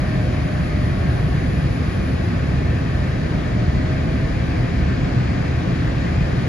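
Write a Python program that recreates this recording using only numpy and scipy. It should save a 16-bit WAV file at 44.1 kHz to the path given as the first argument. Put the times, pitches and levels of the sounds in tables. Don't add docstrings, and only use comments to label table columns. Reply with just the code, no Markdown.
import sys
import numpy as np
from scipy import signal
from scipy.fft import rfft, irfft, next_fast_len
from scipy.io import wavfile
from scipy.ndimage import uniform_filter1d, map_coordinates

SR = 44100
rng = np.random.default_rng(int(sys.argv[2]) if len(sys.argv) > 2 else 0)


def dump_mix(stems):
    frames = np.atleast_2d(stems).T
    limited = np.clip(frames, -1, 1)
    pcm = np.round(limited * 32767).astype(np.int16)
    wavfile.write(sys.argv[1], SR, pcm)


N = 285768

# frequency_hz, density_db (per Hz)
RUMBLE_SPECTRUM = [(12, -37), (27, -17), (43, -5.5), (60, -1), (80, 1), (98, -4), (122, 1), (150, -2),
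                   (190, -5.5), (213, -11), (232, -10), (258, -8.5), (300, -12.5), (340, -14), (410, -19.5),
                   (600, -63)]
RUSH_SPECTRUM = [(280, -17.5), (400, 0), (475, 2), (535, 2.5), (570, -2), (700, 0.5), (750, -4), (830, -2),
                 (940, -6.5), (1200, -7.5), (1360, -6.5), (1700, -6), (2000, -8.5), (2400, -10),
                 (2800, -19), (4000, -28)]
HISS_SPECTRUM = [(2000, -40), (2800, 3), (3600, 0.5), (4600, -0.5), (5150, -2), (5450, -7.5), (6300, -7),
                 (7300, -11), (8500, -24), (9600, -21), (11100, -19.5), (11700, -33), (12500, -55),
                 (15000, -48)]
# centre_hz, width_hz, gain_db
PANEL_RESONANCES = [(518, 21, -9.5), (615, 51, -6.5), (1010, 24, -1.5), (1234, 44, -3), (1603, 78, -6.5),
                    (1780, 60, -9), (2005, 45, -8), (2099, 35, -8), (2234, 61, -5.5), (2443, 57, -1),
                    (2648, 55, 3)]
# centre_hz, width_hz, gain_db
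VENT_RESONANCES = [(2910, 60, -10), (3110, 41, -9), (3290, 45, -5), (3920, 60, -12), (4300, 60, -6),
                   (4630, 22, -8)]
RUMBLE_DB, RUSH_DB, HISS_DB = -18.5, -31, -44
RUMBLE_SWELL_DB, RUSH_EDDY_DB, HISS_EDDY_DB = 0.3, 1, 0.64
RUMBLE_LOW_DB, RUMBLE_SETTLE_S = 1, 1
RUSH_DB_PER_OCT, HISS_DB_PER_OCT = 3.5, 3

# frequency_hz, likeness (0-1)
SIDE_LIKENESS = [(50, 0.96), (130, 0.99), (220, 0.99), (310, 0.83), (470, 0.01), (650, 0.16), (830, 0.46),
                 (1050, 0.27), (1400, 0.4), (1700, 0.42), (2400, 0.53), (3300, 0.74), (4500, 0.25),
                 (7000, 0.28)]
# frequency_hz, lead_rad
LEFT_LEAD = [(30, 0.3), (65, 0.35), (130, -0.4), (230, -0.73), (350, -0.04), (560, 1), (690, 1), (780, 3.5),
             (950, 3.5), (1150, 1), (1400, 2), (1600, -0.6), (1950, -0.38), (2900, 1.5), (4400, 1.26),
             (5800, 0.27)]
# frequency_hz, difference_db
LEFT_TILT = [(55, -0.5), (160, 0.7), (240, -1), (460, 3), (530, 1), (610, -0.5), (720, 0.5), (1500, 2),
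             (2400, 2.4), (3400, 2), (4900, 7), (6200, 6.5), (7600, 0), (11000, -1)]

WHISTLE_HZ, WHISTLE_WIDTH_HZ, WHISTLE_DRIFT_HZ = 1787, 43, 11.04
WHISTLE_DB, WHISTLE_FLARE_DB = -49.5, 2.6

START_HZ, SAG_HZ, SAG_S = 626.5, 63.6, 1.59
CLIMB_HZ, CLIMB_AT_S, CLIMB_S = 255, 4.87, 0.84
WHINE_WAVER_HZ = 0.8
# time_s, level_db
WHINE_LEVEL = [(0, 2.5), (0.25, 1.5), (0.45, -2), (0.85, 2), (1.25, -5.5), (2.1, -5.5), (2.8, -1),
               (3.45, -3), (3.85, .5), (4.22, 1), (4.4, -6), (4.65, 0), (5.1, -.5), (5.8, -6), (6.48, -6)]
# centre_hz, width_hz, seat_level_db, left_right_db, left_lead_rad
STANDING_WAVES = [(622, 36, -41.8, 10, .2), (646, 20, -45.5, 0, 0), (682, 22, -47, -3, 1.8),
                  (714, 36, -42.5, 6, 2)]

# pitch_hz, level_db, left_right_db, left_lead_rad, waver_hz, flutter_db
EQUIPMENT_TONES = [(798, -49.8, .5, -2.4, .5, 1.5), (1101, -53, 2.7, .7, 1.5, 1.2),
                   (1122.5, -60, 2, 1, .4, 1), (1903, -48.6, 4, -1, .25, .5), (2320, -63, 4, 0, .5, 1.5),
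                   (3271, -63.5, 2, .5, 2, 1.5), (3882, -62, -1, 1.5, .5, 1.2),
                   (4321, -61.5, 4.6, 1.4, .5, 1.2), (5118, -67.5, 8, .3, .5, 1.2),
                   (10002, -81, 0, .2, .5, 1.2)]
HUM_HZ, BEAT_HZ, IN_STEP_S, SECOND_FAN_DB = 721.8, 1.15, 0.28, -4
# time_s, level_db
HUM_LEVEL = [(0, -46.5), (1.2, -45.5), (2, -51.5), (2.9, -49), (3.8, -47.5), (4.6, -46.5), (5.5, -48.5),
             (6.48, -53)]

SQUEAL_HZ = 11197.6
# time_s, level_db
SQUEAL_LEVEL = [(0, -60.5), (2.17, -59.5), (2.4, -64.5), (3, -63.5), (3.6, -67.5), (4.1, -65), (4.78, -65),
                (4.86, -71), (5.15, -70), (5.4, -67), (6.48, -65)]

# time_s, pitch_hz
CORE_PITCH = [(0, 1130), (0.9, 1120), (1.6, 1117), (2.3, 1121), (3, 1132), (4.05, 1155), (5.25, 1190),
              (6.48, 1226)]
# time_s, level_db
CORE_LEVEL = [(0, -52), (1.3, -53), (2, -56), (2.9, -55), (3.4, -62), (4.5, -55.5), (5.3, -56), (6.48, -59)]

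TOP_HZ = 15140


def amp(db):
    return 10 ** (np.asarray(db) / 20)


def unit(x):
    return x / np.sqrt(np.mean(x ** 2) + 1e-20)


def along(points, hz):
    f, v = np.transpose(points)
    return np.interp(np.log(hz + 1), np.log(f + 1), v)


def curve(points):
    return np.interp(np.arange(N) / SR, *np.transpose(points))


def wobble(rate):
    knots = rng.standard_normal(int(N * rate / SR) + 4)
    return map_coordinates(knots, [np.arange(N) * rate / SR])


def filtered(x, response):
    m = next_fast_len(N + SR // 2)
    hz = np.fft.rfftfreq(m, 1 / SR)
    return irfft(rfft(x, m) * response(hz), m)[..., :N]


def sides(value):
    return np.array([np.atleast_1d(value), -np.atleast_1d(value)]) / 2


def cabin_noise(spectrum):
    def spread(hz):
        turn = np.arccos(np.clip(along(SIDE_LIKENESS, hz), -1, 1)) / 2
        return np.array([np.cos(turn), np.sin(turn)])

    def colour_and_place(hz):
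        colour = amp(along(spectrum, hz)) * (hz < spectrum[-1][0])
        place = amp(sides(along(LEFT_TILT, hz))) * np.exp(1j * sides(along(LEFT_LEAD, hz)))
        return colour * place

    mid, side = filtered(rng.standard_normal((2, N)), spread)
    return unit(filtered(np.array([mid + side, mid - side]), colour_and_place))


def ringing(x, resonances):
    def response(f):
        return 1 + sum(amp(db) / (1 + (2 * (f - hz) / width) ** 2) for hz, width, db in resonances)

    return filtered(x, response)


def patchy(x, depth_db):
    z = signal.stft(x, nperseg=512)[2]
    field = uniform_filter1d(rng.standard_normal(z.shape[1:]), size=4, axis=0)
    field = uniform_filter1d(field, size=16, axis=1)
    eddied = signal.istft(z * amp(depth_db * unit(field)), nperseg=512)[1]
    return unit(eddied[:, :N])


def tone(hz, pan_db, lead, flutter_db):
    phase = 2 * np.pi * np.cumsum(hz) / SR
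    flutter = wobble(6) + np.array([wobble(9.8), wobble(23)])
    return unit(np.sin(phase + sides(lead)) * amp(sides(pan_db) + flutter_db * flutter))


def shaft_hz():
    t = np.arange(N) / SR
    coast = START_HZ - SAG_HZ * (1 - np.exp(-t / SAG_S))
    climb = CLIMB_HZ / (1 + np.exp((CLIMB_AT_S - t) / CLIMB_S))
    return coast + climb


def airflow():
    octaves = np.log2(shaft_hz() / shaft_hz().mean())
    shortfall_db = RUMBLE_LOW_DB * np.exp(-np.arange(N) / SR / RUMBLE_SETTLE_S)
    rumble_db = RUMBLE_DB - shortfall_db + RUMBLE_SWELL_DB * wobble(5)
    rumble = amp(rumble_db) * cabin_noise(RUMBLE_SPECTRUM)
    rush = patchy(ringing(cabin_noise(RUSH_SPECTRUM), PANEL_RESONANCES), RUSH_EDDY_DB)
    rush = amp(RUSH_DB + RUSH_DB_PER_OCT * octaves) * rush
    hiss = patchy(ringing(cabin_noise(HISS_SPECTRUM), VENT_RESONANCES), HISS_EDDY_DB)
    hiss = amp(HISS_DB + HISS_DB_PER_OCT * octaves) * hiss
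    return rumble + rush + hiss


def whistle():
    band = filtered(rng.standard_normal((2, N)), lambda hz: 1 / (1 + (2 * hz / WHISTLE_WIDTH_HZ) ** 2))
    pitch = WHISTLE_HZ + WHISTLE_DRIFT_HZ * wobble(4)
    phase = 2 * np.pi * np.cumsum(pitch) / SR + sides(along(LEFT_LEAD, WHISTLE_HZ))
    flare = amp(WHISTLE_FLARE_DB * wobble(7) + sides(along(LEFT_TILT, WHISTLE_HZ)))
    carried = band[0] * np.cos(phase) + band[1] * np.sin(phase)
    return amp(WHISTLE_DB) * unit(flare * carried)


def engine():
    pitch = shaft_hz() + WHINE_WAVER_HZ * wobble(15)
    hz, width, db, pan_db, lead = np.transpose(STANDING_WAVES)
    power = amp(db) ** 2 / (1 + (2 * (pitch[:, None] - hz) / width) ** 2)
    total = power.sum(axis=1)
    pan = power @ pan_db / total
    whine = tone(pitch, 0, power @ lead / total, flutter_db=0.5)
    return amp(curve(WHINE_LEVEL)) * np.sqrt(total) * amp(sides(pan)) * whine


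def equipment():
    steady = 0
    for hz, db, pan_db, lead, waver_hz, flutter_db in EQUIPMENT_TONES:
        steady = steady + amp(db) * tone(hz + waver_hz * wobble(12), pan_db, lead, flutter_db)
    beat_phase = 2 * np.pi * BEAT_HZ * (np.arange(N) / SR - IN_STEP_S)
    beat = np.abs(1 + amp(SECOND_FAN_DB) * np.exp(1j * beat_phase))
    hum = tone(HUM_HZ + 0.27 * wobble(12), pan_db=-3.5, lead=-1.67, flutter_db=0)
    return steady + amp(curve(HUM_LEVEL)) * beat * hum


def squeal():
    level_db = curve(SQUEAL_LEVEL) + 1.4 * wobble(23.96)
    sine = np.sin(2 * np.pi * SQUEAL_HZ * np.arange(N) / SR)
    return amp(level_db) * np.sqrt(2) * sine


def core():
    return amp(curve(CORE_LEVEL)) * tone(curve(CORE_PITCH), pan_db=4, lead=0.92, flutter_db=1.5)


def scene():
    return airflow() + whistle() + engine() + equipment() + squeal() + core()


def record(dry):
    return filtered(dry, lambda hz: hz < TOP_HZ)


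dry = scene()
out = record(dry)
dump_mix(out)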